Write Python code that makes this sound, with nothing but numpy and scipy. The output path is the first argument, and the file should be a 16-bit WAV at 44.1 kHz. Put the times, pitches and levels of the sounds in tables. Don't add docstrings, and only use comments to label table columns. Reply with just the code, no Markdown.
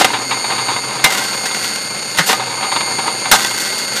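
import sys
import numpy as np
from scipy import signal
from scipy.fft import rfft, irfft
from scipy.io import wavfile

SR = 44100
rng = np.random.default_rng(int(sys.argv[2]) if len(sys.argv) > 2 else 0)


def persist_wave(psi):
    counts = np.round(np.clip(psi, -1, 1) * 32767).astype(np.int16)
    wavfile.write(sys.argv[1], SR, np.atleast_2d(counts).T)


N = 176400
T = np.arange(N) / SR

# (frequency [Hz], width [Hz], boost when knocked [dB], clunked [dB], scraped [dB])
BOWL_MODES = [(473, 3.7, 14.5, -1, 9), (765.7, 70, 11.5, 8.5, 9), (951, 59, 8, 5, 4), (1064, 81, 6, 3, 12),
              (1225, 54, 14, 13, 4.5), (1422, 134, 2.5, 6, 9), (1556, 45, 7, 7, 11.5),
              (1948, 57, 1.5, 4, 15.5), (2090, 17, 6, 10.5, 6.5), (2833, 45, 8, 5.5, 8),
              (3456, 41, 8, 0.5, 9), (3778, 49, 12, 3.5, 3.5)]
# (frequency [Hz], width [Hz], gain [dB])
BOWL_NULLS = [(694, 91, -4), (1188, 107, -6), (1906, 130, -4.5), (2456, 100, -3), (2990, 140, -3.5),
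              (3360, 74, -5.5)]

# (frequency [Hz], relative level [dB])
RUSH_SPECTRUM = [(20, -37), (50, -41), (85, -24), (125, -8), (220, -5.5), (480, -3), (800, -5), (1520, -5),
                 (1850, -7.5), (2130, -10), (2500, -5.5), (3000, -10), (3900, -10.5), (4550, -5.5),
                 (5300, -15), (6100, -15.5), (6800, -8), (7600, -18.5), (8300, -21), (8950, -7.5),
                 (9900, -32.5), (11400, -19.5), (12200, -29), (15000, -64)]
RUSH_DB, RUSH_FLUTTER_DB = -26, -2
# (time [s], gain [dB])
WHINE_LEVEL = [(0, -4.5), (.2, -4.5), (.35, -1.5), (.7, -0.5), (.9, -3.5), (1.1, -5), (1.3, -2.5),
               (1.65, -1), (1.95, -4), (2.25, -2), (2.42, -5.5), (2.75, 0.5), (3.2, -1.5), (3.4, -0.5),
               (3.6, -0.5), (4, -2)]
# (frequency [Hz], level [dB], pitch wander [Hz], level waver [dB])
MOTOR_TONES = [(548.5, -46, 1.5, 1.5), (1319, -45, 2, 2)]
GEAR_MESH = (2121.7, -31.8, 2.5, 1.5)
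MOTOR_HUM = (123, -39.5, 4, 4)
FRAME_DRONE = (207.5, -42, 3.5, 2)
MESH_ROUGHNESS, MESH_ROUGH_HZ = .25, 110
FULL_DRAG_DB, HUM_DRAG_DB = -33, -10.5
# (time [s], frequency [Hz], level [dB])
GROAN_GLIDE = [(0, 316, -30), (.08, 308, -32), (.16, 292, -39), (.25, 266, -40), (.36, 255, -60)]

# (relative level [dB] of each tone, from the lowest up)
WHINE_COMBS = [
    [-43, -44, -29, -32.5, -32.5, -38, -48, -40, -46],
    [-40, -31, -37, -42, -39, -49, -40, -47],
    [-38.5, -41, -40.5, -38.5, -34, -43, -49, -45, -47, -51],
    [-54, -53, -50, -60, -52],
]
# (lowest tone [Hz]), (trim [dB]), (throbs per cycle of the comb step [count])
WHINE_STARTS = (4244.1, 6540.0, 8662.0, 11219.0)
WHINE_TRIMS = [0.7, 0.092, 0.95, 0.47]
WHINE_THROBS = (2, 1, 2, 1)
COMB_STEP_HZ, COMB_DISORDER_TURNS = 86.97, .13
WHINE_WAVER_DB, WHINE_WAVER_HZ, WHINE_DRIFT_HZ = 1.1, 3, .3

# (frequency [Hz], relative level [dB])
KNOCK_SPECTRUM = [(30, -58), (100, -10), (200, -8), (450, -5.5), (640, -6.5), (900, 2), (1500, -6),
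                  (2300, -1.5), (3100, -10), (3900, -9.5), (5500, -21.5), (9000, -25), (15000, -75)]
# (time [s], level [dB], rise [s], fade [s])
DRIVE_KNOCKS = [(.102, -15, 0.0021, 0.0075), (.128, -12, 0.012, 0.021), (.308, -11.5, 0.0043, 0.024),
                (0.442, -15.5, 0.0012, 0.011), (.494, -15, 0.012, 0.039), (0.577, -17, 0.0066, 0.036),
                (.682, -16.5, 0.0025, 0.036), (.718, -19, 0.01, 0.031), (.760, -17.5, 0.004, 0.013),
                (.990, -21, 0.0027, 0.019), (1.329, -20, 0.0026, 0.0095), (1.510, -18.5, 0.0026, 0.012),
                (2.396, -16.5, 0.0031, 0.022), (2.495, -21.5, 0.0028, 0.023), (2.622, -15.5, 0.0063, 0.033),
                (2.715, -13, 0.0037, 0.019), (2.758, -10.5, 0.006, 0.0088), (2.805, -11.5, 0.0033, 0.0093),
                (2.982, -12.5, 0.007, 0.015), (3.074, -13, 0.0036, 0.018), (3.254, -14, 0.0026, 0.015)]
# (time [s], level [dB])
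GEAR_CHATTER = [(0, -28), (.25, -28), (.7, -22), (.95, -25), (1.1, -27), (1.6, -34), (1.9, -43),
                (2.15, -54), (2.35, -15), (2.55, -28), (2.8, -27), (3.15, -2), (3.4, -26), (3.7, -40),
                (4, -44)]
CHATTER_PER_S, CHATTER_SPREAD_DB, CHATTER_FADE_S, CHATTER_CAP_DB = 140, 2, .004, -28

# (frequency [Hz], relative level [dB])
SCRAPE_SPECTRUM = [(60, -83), (200, -2.5), (700, -1.5), (1100, -3.5), (1600, 2.5), (2400, 2), (3500, 3),
                   (5500, 1.5), (7500, 0), (10000, -4.5), (12000, -9), (13800, -6), (15000, -32)]
# (time [s], level [dB])
BLADE_PRESSURE = [(0, -11.5), (.09, -37), (1.035, -42.5), (1.055, -19), (1.14, -22.5), (1.18, -18),
                  (1.25, -25), (1.42, -30.5), (1.7, -26), (1.92, -37), (2.15, -34), (2.24, -27),
                  (2.33, -16.5), (2.39, -39.5), (3.3, -39), (3.33, -20), (3.44, -17.5), (3.53, -24.5),
                  (3.72, -27), (3.9, -31.5), (4, -29)]
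# (time [s], level [dB], rise [s], fade [s], tilt [dB/octave])
BLADE_CATCHES = [(1.108, -16, 0.007, 0.026, -3.5), (1.162, -19, 0.019, 0.032, -5.5),
                 (1.277, -19.5, 0.0064, 0.025, -2), (1.455, -14.5, 0.0027, 0.016, -1),
                 (1.542, -16.5, 0.0059, 0.0083, -1.5), (1.632, -18, 0.012, 0.019, 0),
                 (2.254, -15.5, 0.024, 0.024, 4.5), (3.595, -19.5, 0.0063, 0.04, 1.5),
                 (3.776, -22, 0.0087, 0.04, 1), (3.952, -17, 0.015, .04, -0.5)]
GRAINS_PER_S, GRAIN_SPREAD_DB, SCRAPE_JUDDER_DB = 4200, 3, -3

# (frequency [Hz], relative level [dB])
CLUNK_SPECTRUM = [(30, -37), (90, -30), (160, -7), (400, -6), (620, -0.5), (900, -1), (1400, -3.5),
                  (1900, 3), (2500, -0.5), (3600, 2.5), (4600, -3), (6000, -5), (9000, -7), (12000, -12.5),
                  (15000, -21)]
# (time [s], level [dB], rise [s], fade [s], tilt [dB/octave], stressed band [Hz], its boost [dB])
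ARM_CLUNKS = [(0, -12, 0.0014, 0.03, -0.9, 325, 16), (.010, -3.5, 0.002, 0.011, -3.5, 950, 4),
              (.0445, 1.5, 0.0015, 0.0058, -1.5, 2600, 3), (1.040, 3.5, 0.0047, 0.0064, 0.5, 2260, 5),
              (1.056, -8.5, 0.0054, 0.011, -3, 920, 8), (2.167, -14.5, 0.012, 0.013, 0.5, 1700, 4),
              (2.1845, -1.5, 0.002, 0.0058, -1.3, 1900, 8), (2.192, -7, 0.0014, .011, -2.5, 168, 17),
              (2.199, -14.5, 0.0034, 0.025, -2.5, 1690, 13), (2.286, -7.5, 0.012, 0.015, -1.6, 370, 9.5),
              (2.329, -5, 0.0013, 0.0069, -3, 900, 6), (3.3137, 3, 0.0016, 0.012, 2.5, 1370, 3),
              (3.319, -3, .005, .018, -1.7, 1290, 9), (3.331, -4, 0.0063, 0.013, -1, 780, 11)]
CLUNK_TAIL_DB, CLUNK_TAIL_S, STRESS_OCTAVES = -23, .06, 0.38
# (time [s], level [dB], frequency [Hz])
LOW_THUMPS = [(1.042, -37, 30), (1.638, -40, 76), (3.316, -13, 30)]
THUMP_FADE_S = 0.011

MIC_KNEE, MIC_CEILING, MIC_CUTOFF_HZ = 6.4, 0.89, 15300


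def amp(db):
    return 10 ** (np.asarray(db) / 20)


def unit(x):
    return x / np.sqrt(np.mean(x ** 2) + 1e-20)


def level(points):
    return amp(np.interp(T, *np.transpose(points)))


def add(mix, s, sound):
    part = mix[max(round(s * SR), 0):][:len(sound)]
    part += sound[:len(part)]


def wander(rate_hz):
    hz = np.fft.rfftfreq(2 * N, 1 / SR)
    return unit(irfft(rfft(rng.standard_normal(2 * N)) * np.exp(-(hz / rate_hz) ** 2))[:N])


def tone(hz, db, drift_hz, waver_db):
    gain = np.sqrt(2) * amp(db + waver_db * wander(14.0))
    turns = np.cumsum(hz + drift_hz * wander(18.4)) / SR
    return gain * np.sin(2 * np.pi * turns)


def contact(rise, fade, tail=0):
    t = np.arange(SR // 2) / SR
    after = np.maximum(t - rise, 0)
    decay = np.exp(-after / fade) + tail * np.exp(-after / CLUNK_TAIL_S)
    return rng.standard_normal(len(t)) * np.minimum(t / rise, 1) * decay


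def at_rim(x, spectrum, driven_by=None, tilt_db=0, stress_hz=1000, stress_db=0):
    size = 8192
    hz = np.fft.rfftfreq(size, 1 / SR) + 1
    points_hz, points_db = np.transpose(spectrum)
    db = np.interp(np.log(hz), np.log(points_hz), points_db) + tilt_db * np.log2(np.maximum(hz, 800))
    db += stress_db * np.exp(-(np.log2(hz / stress_hz) / STRESS_OCTAVES) ** 2)
    bands = list(BOWL_NULLS)
    if driven_by:
        column = ("knock", "clunk", "scrape").index(driven_by)
        bands += [(centre, width, boosts[column]) for centre, width, *boosts in BOWL_MODES]
    db += sum(peak / (1 + (2 * (hz - centre) / width) ** 2) for centre, width, peak in bands)
    log_gain = np.log(amp(np.r_[db, db[-2:0:-1]]))
    taps = np.fft.ifft(np.exp(np.conj(signal.hilbert(log_gain)))).real[:size // 2]
    return signal.fftconvolve(x, taps / np.linalg.norm(taps))[:len(x)]


def drive():
    drag = np.minimum(level(BLADE_PRESSURE) / amp(FULL_DRAG_DB), 1)
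    motor = sum(tone(*row) for row in MOTOR_TONES)
    hum = tone(*MOTOR_HUM) * amp(HUM_DRAG_DB * drag)
    drone = tone(*FRAME_DRONE) * drag
    s, hz, db = np.transpose(GROAN_GLIDE)
    groan = tone(np.interp(T, s, hz), np.interp(T, s, db), drift_hz=5.2, waver_db=-6.0) * (T < s[-1])
    rush = at_rim(rng.standard_normal(N) * amp(RUSH_FLUTTER_DB * wander(65)), RUSH_SPECTRUM)
    mesh = tone(*GEAR_MESH) * (1 + MESH_ROUGHNESS * wander(MESH_ROUGH_HZ)) * level(WHINE_LEVEL)
    return mesh + motor + hum + drone + groan + amp(RUSH_DB) * unit(rush)


def motor_whine():
    whine = np.zeros(N)
    for start, levels, trim_db, throbs in zip(WHINE_STARTS, WHINE_COMBS, WHINE_TRIMS, WHINE_THROBS):
        drift = WHINE_DRIFT_HZ * np.cumsum(wander(4.8)) / SR
        for k, db in enumerate(levels):
            offset = k ** 2 / (2 * throbs) + COMB_DISORDER_TURNS * rng.standard_normal()
            turns = (start + k * COMB_STEP_HZ) * T + drift + offset
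            gain = amp(db + trim_db + WHINE_WAVER_DB * wander(WHINE_WAVER_HZ))
            whine += gain * np.sin(2 * np.pi * turns)
    return np.sqrt(2) * whine * level(WHINE_LEVEL)


def drive_knocks():
    taps = (rng.random(N) < CHATTER_PER_S / SR) * amp(
        CHATTER_SPREAD_DB * np.minimum(rng.exponential(1, N), 3))
    power = signal.lfilter([1], [1, -np.exp(-2 / (CHATTER_FADE_S * SR))], taps ** 2)
    chatter = unit(np.sqrt(power) * rng.standard_normal(N))
    chatter *= np.minimum(level(GEAR_CHATTER), amp(CHATTER_CAP_DB))
    blows = np.zeros(N)
    for s, db, rise, fade in DRIVE_KNOCKS:
        add(blows, s, amp(db) * contact(rise, fade))
    knocks = at_rim(blows, KNOCK_SPECTRUM, "knock", stress_hz=3750, stress_db=3)
    return knocks + at_rim(chatter, KNOCK_SPECTRUM, "knock", tilt_db=-1)


def blade_scrape():
    grains = (rng.random(N) < GRAINS_PER_S / SR) * rng.standard_normal(N)
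    grains *= amp(GRAIN_SPREAD_DB * np.minimum(rng.exponential(1, N), 4))
    grains *= amp(SCRAPE_JUDDER_DB * wander(74))
    scrape = at_rim(unit(grains) * level(BLADE_PRESSURE), SCRAPE_SPECTRUM, "scrape")
    for s, db, rise, fade, tilt_db in BLADE_CATCHES:
        add(scrape, s, amp(db) * at_rim(contact(rise, fade), SCRAPE_SPECTRUM, "scrape", tilt_db))
    return scrape


def arm_clunks():
    clunks = np.zeros(N)
    for s, db, rise, fade, tilt_db, stress_hz, stress_db in ARM_CLUNKS:
        blow = contact(rise, fade, tail=amp(CLUNK_TAIL_DB))
        add(clunks, s, amp(db) * at_rim(blow, CLUNK_SPECTRUM, "clunk", tilt_db, stress_hz, stress_db))
    t = np.arange(SR // 4) / SR
    for s, db, hz in LOW_THUMPS:
        add(clunks, s, amp(db) * np.sin(2 * np.pi * hz * t) * np.exp(-t / THUMP_FADE_S))
    return clunks


def scene():
    mixer = motor_whine() + drive() + drive_knocks() + arm_clunks() + blade_scrape()
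    return np.array([mixer, mixer])


def record(dry):
    clipped = dry / (1 + abs(dry / MIC_CEILING) ** MIC_KNEE) ** (1 / MIC_KNEE)
    lowpass = signal.firwin(255, MIC_CUTOFF_HZ, window=("kaiser", 9), fs=SR)
    return signal.oaconvolve(clipped, lowpass[None], "same")


dry = scene()
out = record(dry)
persist_wave(out)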